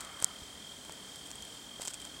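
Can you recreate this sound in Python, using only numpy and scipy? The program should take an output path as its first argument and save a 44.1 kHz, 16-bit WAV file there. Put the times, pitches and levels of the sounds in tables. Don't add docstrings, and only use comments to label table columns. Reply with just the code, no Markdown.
import sys
import numpy as np
from scipy import signal
from scipy.fft import rfft, irfft
from scipy.io import wavfile
from scipy.ndimage import uniform_filter1d

SR = 44100
rng = np.random.default_rng(int(sys.argv[2]) if len(sys.argv) > 2 else 0)


def put_to_file(sound):
    columns = np.atleast_2d(sound).T
    safe = np.clip(columns, -1, 1)
    whole_steps = np.round(safe * 32767)
    wavfile.write(sys.argv[1], SR, whole_steps.astype(np.int16))


N = 97020

# f/Hz, relative level per Hz/dB
SKIN_COLOUR = [(200, -11), (500, -14), (1200, -2.5), (2500, -5), (4500, -1.5), (6500, -2.5), (8100, 6),
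               (10000, -9.5), (12500, -11.5), (15500, -22)]


def undb(db):
    return 10 ** (np.asarray(db) / 20)


def unit(x):
    return x / np.sqrt(np.mean(x ** 2) + 1e-30)


def clock():
    return np.arange(N) / SR


def noise():
    return rng.standard_normal(N)


def follow(t, points):
    return np.interp(t, *np.array(points).T)


def colour(x, points):
    hz, db = np.array(points, float).T
    f = np.maximum(np.fft.rfftfreq(N, 1 / SR), 1)
    gain = undb(np.interp(np.log(f), np.log(hz), db))
    return unit(irfft(rfft(x) * gain, N))


def lowpass(x, hz, order):
    return signal.sosfilt(signal.butter(order, hz, fs=SR, output="sos"), x)


def walk(rate):
    hold = max(int(SR / rate), 1)
    steps = np.repeat(rng.standard_normal(N // hold + 1), hold)
    return unit(uniform_filter1d(steps, hold)[:N])


def gate(age, length, attack, release):
    rise = np.sin(np.pi / 2 * np.clip(age / attack, 0, 1))
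    fall = np.sin(np.pi / 2 * np.clip((length - age) / release, 0, 1))
    return rise * fall


def ring(hz, t60):
    contact_s = .00005
    t = clock()[:SR // 5]
    decay = np.exp(-np.log(1000) * t / t60)
    return np.sin(2 * np.pi * hz * t) * decay * (1 - np.exp(-t / contact_s))


def modes(table, tuning=1):
    out = sum(undb(db) * ring(hz * tuning, t60) for hz, db, t60 in table)
    return out / np.abs(out).max()


def add(out, start, sound):
    i = int(np.clip(round(start * SR), 0, N - 1))
    out[i:i + len(sound)] += sound[:N - i]


def street_echo(song):
    t60_s, delay_s = 0.22, .011
    t = clock()
    fronts = noise() * np.exp(-np.log(1000) * t / t60_s) * (t > delay_s)
    return unit(irfft(rfft(song) * rfft(fronts), N))


def cricket():
    # t/s, strokes per second
    stroke_rate = [(0, 41.65), (.58, 41.65), (.72, 42.4), (1.12, 42.4), (1.3, 42.0), (2.2, 42.02)]
    # t/s, level/dB
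    trill_level = [(0.0, -57.5), (0.06, -55), (0.29, -51), (0.31, -53), (0.57, -55), (0.72, -51.5),
                   (0.75, -57), (1.27, -52.5), (1.32, -55.5), (1.42, -51), (1.62, -55), (1.76, -52),
                   (1.79, -55), (1.86, -49.5), (1.94, -55), (2.06, -50), (2.09, -54.5), (2.2, -51.5)]
    first_stroke_s = 0.0019
    stroke_s, attack_s, release_s = .0138, .007, .006
    wing_hz, sag_hz_per_s = 3194.5, 5200
    pitch_scatter_hz, time_scatter_s, stroke_scatter_db = 9.95, 0.00041, 0.03
    drift_hz, drift_per_s = 11.71, 9
    rasp, rasp_width_hz = 0.0445, 320
    echo_db = -9.5

    t = clock()
    rate = follow(t, stroke_rate)
    strokes = np.cumsum(rate) / SR - first_stroke_s * stroke_rate[0][1]
    which = np.maximum(np.round(strokes), 0).astype(int)
    late, sharp, loud = rng.standard_normal(size=(128, 3))[which].T
    age = (strokes - which) / rate - time_scatter_s * late

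    hz = wing_hz - sag_hz_per_s * age + pitch_scatter_hz * sharp + drift_hz * walk(drift_per_s)
    carrier = np.exp(2j * np.pi * np.cumsum(hz) / SR)
    in_phase = unit(lowpass(noise(), rasp_width_hz, order=3))
    quadrature = unit(lowpass(noise(), rasp_width_hz, order=3))
    tone = np.imag(carrier * (1 + rasp * (in_phase + 1j * quadrature)))

    strokes_gate = gate(age + stroke_s / 2, stroke_s, attack_s, release_s)
    song = unit(tone * strokes_gate * undb(stroke_scatter_db * loud))
    return (song + undb(echo_db) * street_echo(song)) * undb(follow(t, trill_level))


def ticks():
    # t/s, peak level of the snap/dB, pitch of the snap f/Hz, level of the body re snap/dB
    tick_list = [(.0076, -25.5, 7850, -32), (0.0134, -28.5, 7300, -19), (0.0493, -34.5, 7960, -28),
                 (.2021, -31, 8600, -26), (0.2251, -16.5, 7940, -10.5), (0.2445, -3, 7600, -28.5),
                 (0.8508, -37.5, 7400, -28), (0.8958, -42, 7400, 11), (0.923, -33, 7200, -26),
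                 (1.1593, -30.5, 8300, -28), (1.3058, -33, 8200, -31), (1.3148, -27, 6900, -12.5),
                 (1.3560, -36.5, 8400, -4), (1.4236, -31.5, 6660, -17), (1.4518, -38, 8900, -34),
                 (1.818, -37, 7500, -3), (1.8197, -41, 7200, -24), (1.8209, -27, 7200, -7.5),
                 (1.8298, -33, 7100, -7), (1.8525, -23, 8000, -13), (1.8594, -30, 8200, -20),
                 (1.875, -21.5, 6800, -14), (1.8801, -23, 7200, -11), (1.881, -22, 7200, -35),
                 (1.8858, -30, 7300, -26), (1.9052, -39, 7900, -26), (1.9103, -36, 7600, -19),
                 (1.937, -31, 7500, -28), (1.9425, -23.5, 7700, -27), (2.0022, -36.5, 8100, -37),
                 (2.0177, -36, 8260, -34), (2.0520, -29.5, 7350, -12)]
    # f/Hz, relative level/dB, t60/s
    case_modes = [(5300, -12, 0.0025), (7460, 9, 0.0011), (8070, 15, 0.0017), (9500, -24, 0.0014),
                  (11700, -12, 0.0016)]
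    case_hz = 7710
    # f/Hz, relative level/dB, t60/s
    body_modes = [(730, -8.5, 0.025), (946, 3, .011), (1510, 0, .005), (2100, -4, 0.0056),
                  (4060, -10, 0.0021)]
    snap_band_hz = [4100, 14000]
    slip_db, slip_growth, slip_s = -31.5, 0.35, 0.0018

    t, out, slip = clock(), np.zeros(N), np.zeros(N)
    band = signal.butter(2, snap_band_hz, "band", fs=SR, output="sos")
    skin = colour(noise(), SKIN_COLOUR)
    body = modes(body_modes)
    for start, db, hz, body_db in tick_list:
        snap = signal.sosfilt(band, modes(case_modes, hz / case_hz))
        snap /= np.abs(snap).max()
        add(out, start, undb(db) * (snap + undb(body_db) * body))
        slip += undb(slip_db + slip_growth * db) * np.exp(-np.abs(t - start) / slip_s)
    return out + slip * skin


def knocks():
    # t/s, level ahead of the damping/dB, f/Hz, t60/s
    knock_list = [(0.2244, -46, 110, 0.04), (0.2459, -46, 170, 0.026), (.42, -47, 70, 0.11),
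                  (1.7977, -30, 640, 0.0081)]
    out = np.zeros(N)
    for start, db, hz, t60 in knock_list:
        add(out, start, undb(db) * ring(hz, t60))
    return out


def rubs():
    # start t/s, length/s, level/dB
    rub_list = [(0, 0.063, -55), (0.215, 0.023, -47), (1.256, 0.019, -51.5), (1.805, 0.035, -46),
                (1.845, 0.073, -49), (1.941, 0.014, -51), (2.004, 0.071, -56)]
    grain_db, grains_per_s, edge_s = 3, 900, .003
    t, level = clock(), np.zeros(N)
    grains = colour(noise() * undb(grain_db * walk(grains_per_s)), SKIN_COLOUR)
    for start, length, db in rub_list:
        level += undb(db) * gate(t - start, length, edge_s, edge_s)
    return grains * level


def rush():
    # f/Hz, relative level per Hz/dB
    rush_colour = [(300, -15), (620, -4), (900, -6), (1250, 3), (1600, -4), (2100, -4.5), (3000, -23),
                   (6000, -50)]
    start_db, fade_db_per_s, end_s, release_s = -51.5, 15, 0.402, 0.074
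    t = clock()
    fade = undb(start_db - fade_db_per_s * t) * np.clip((end_s - t) / release_s, 0, 1)
    return fade * colour(noise(), rush_colour)


def town():
    # f/Hz, relative level per Hz/dB
    town_colour = [(15, -27), (25, -22), (59, -0.5), (97, -6), (143, -4), (289, -1), (373, -9.5), (404, -4),
                   (428, -6.5), (741, -8), (833, -9), (2130, -12), (2700, -14), (3510, -81), (5940, -120)]
    level_db, waver_db, edge_hz = -54, .5, 2760
    wash = unit(lowpass(colour(noise(), town_colour), edge_hz, order=6))
    return wash * undb(level_db + waver_db * walk(8.1))


def bright_hiss():
    # f/Hz, relative level per Hz/dB
    hiss_colour = [(2000, -40), (2900, -3), (3300, 3), (3570, 3.5), (3900, -4.5), (4250, 0.5), (5200, -1.5),
                   (6300, -3), (7900, 1), (9200, -3.5), (10500, -10), (12000, -14), (15500, -16)]
    level_db, waver_db = -52.5, .5
    return colour(noise(), hiss_colour) * undb(level_db + waver_db * walk(8))


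def scene():
    mono = cricket() + ticks() + knocks() + rubs() + rush() + town() + bright_hiss()
    return np.array([mono, mono])


def record(dry):
    top_hz = 15900
    return signal.sosfilt(signal.ellip(8, .2, 70, top_hz, fs=SR, output="sos"), dry)


dry = scene()
out = record(dry)
put_to_file(out)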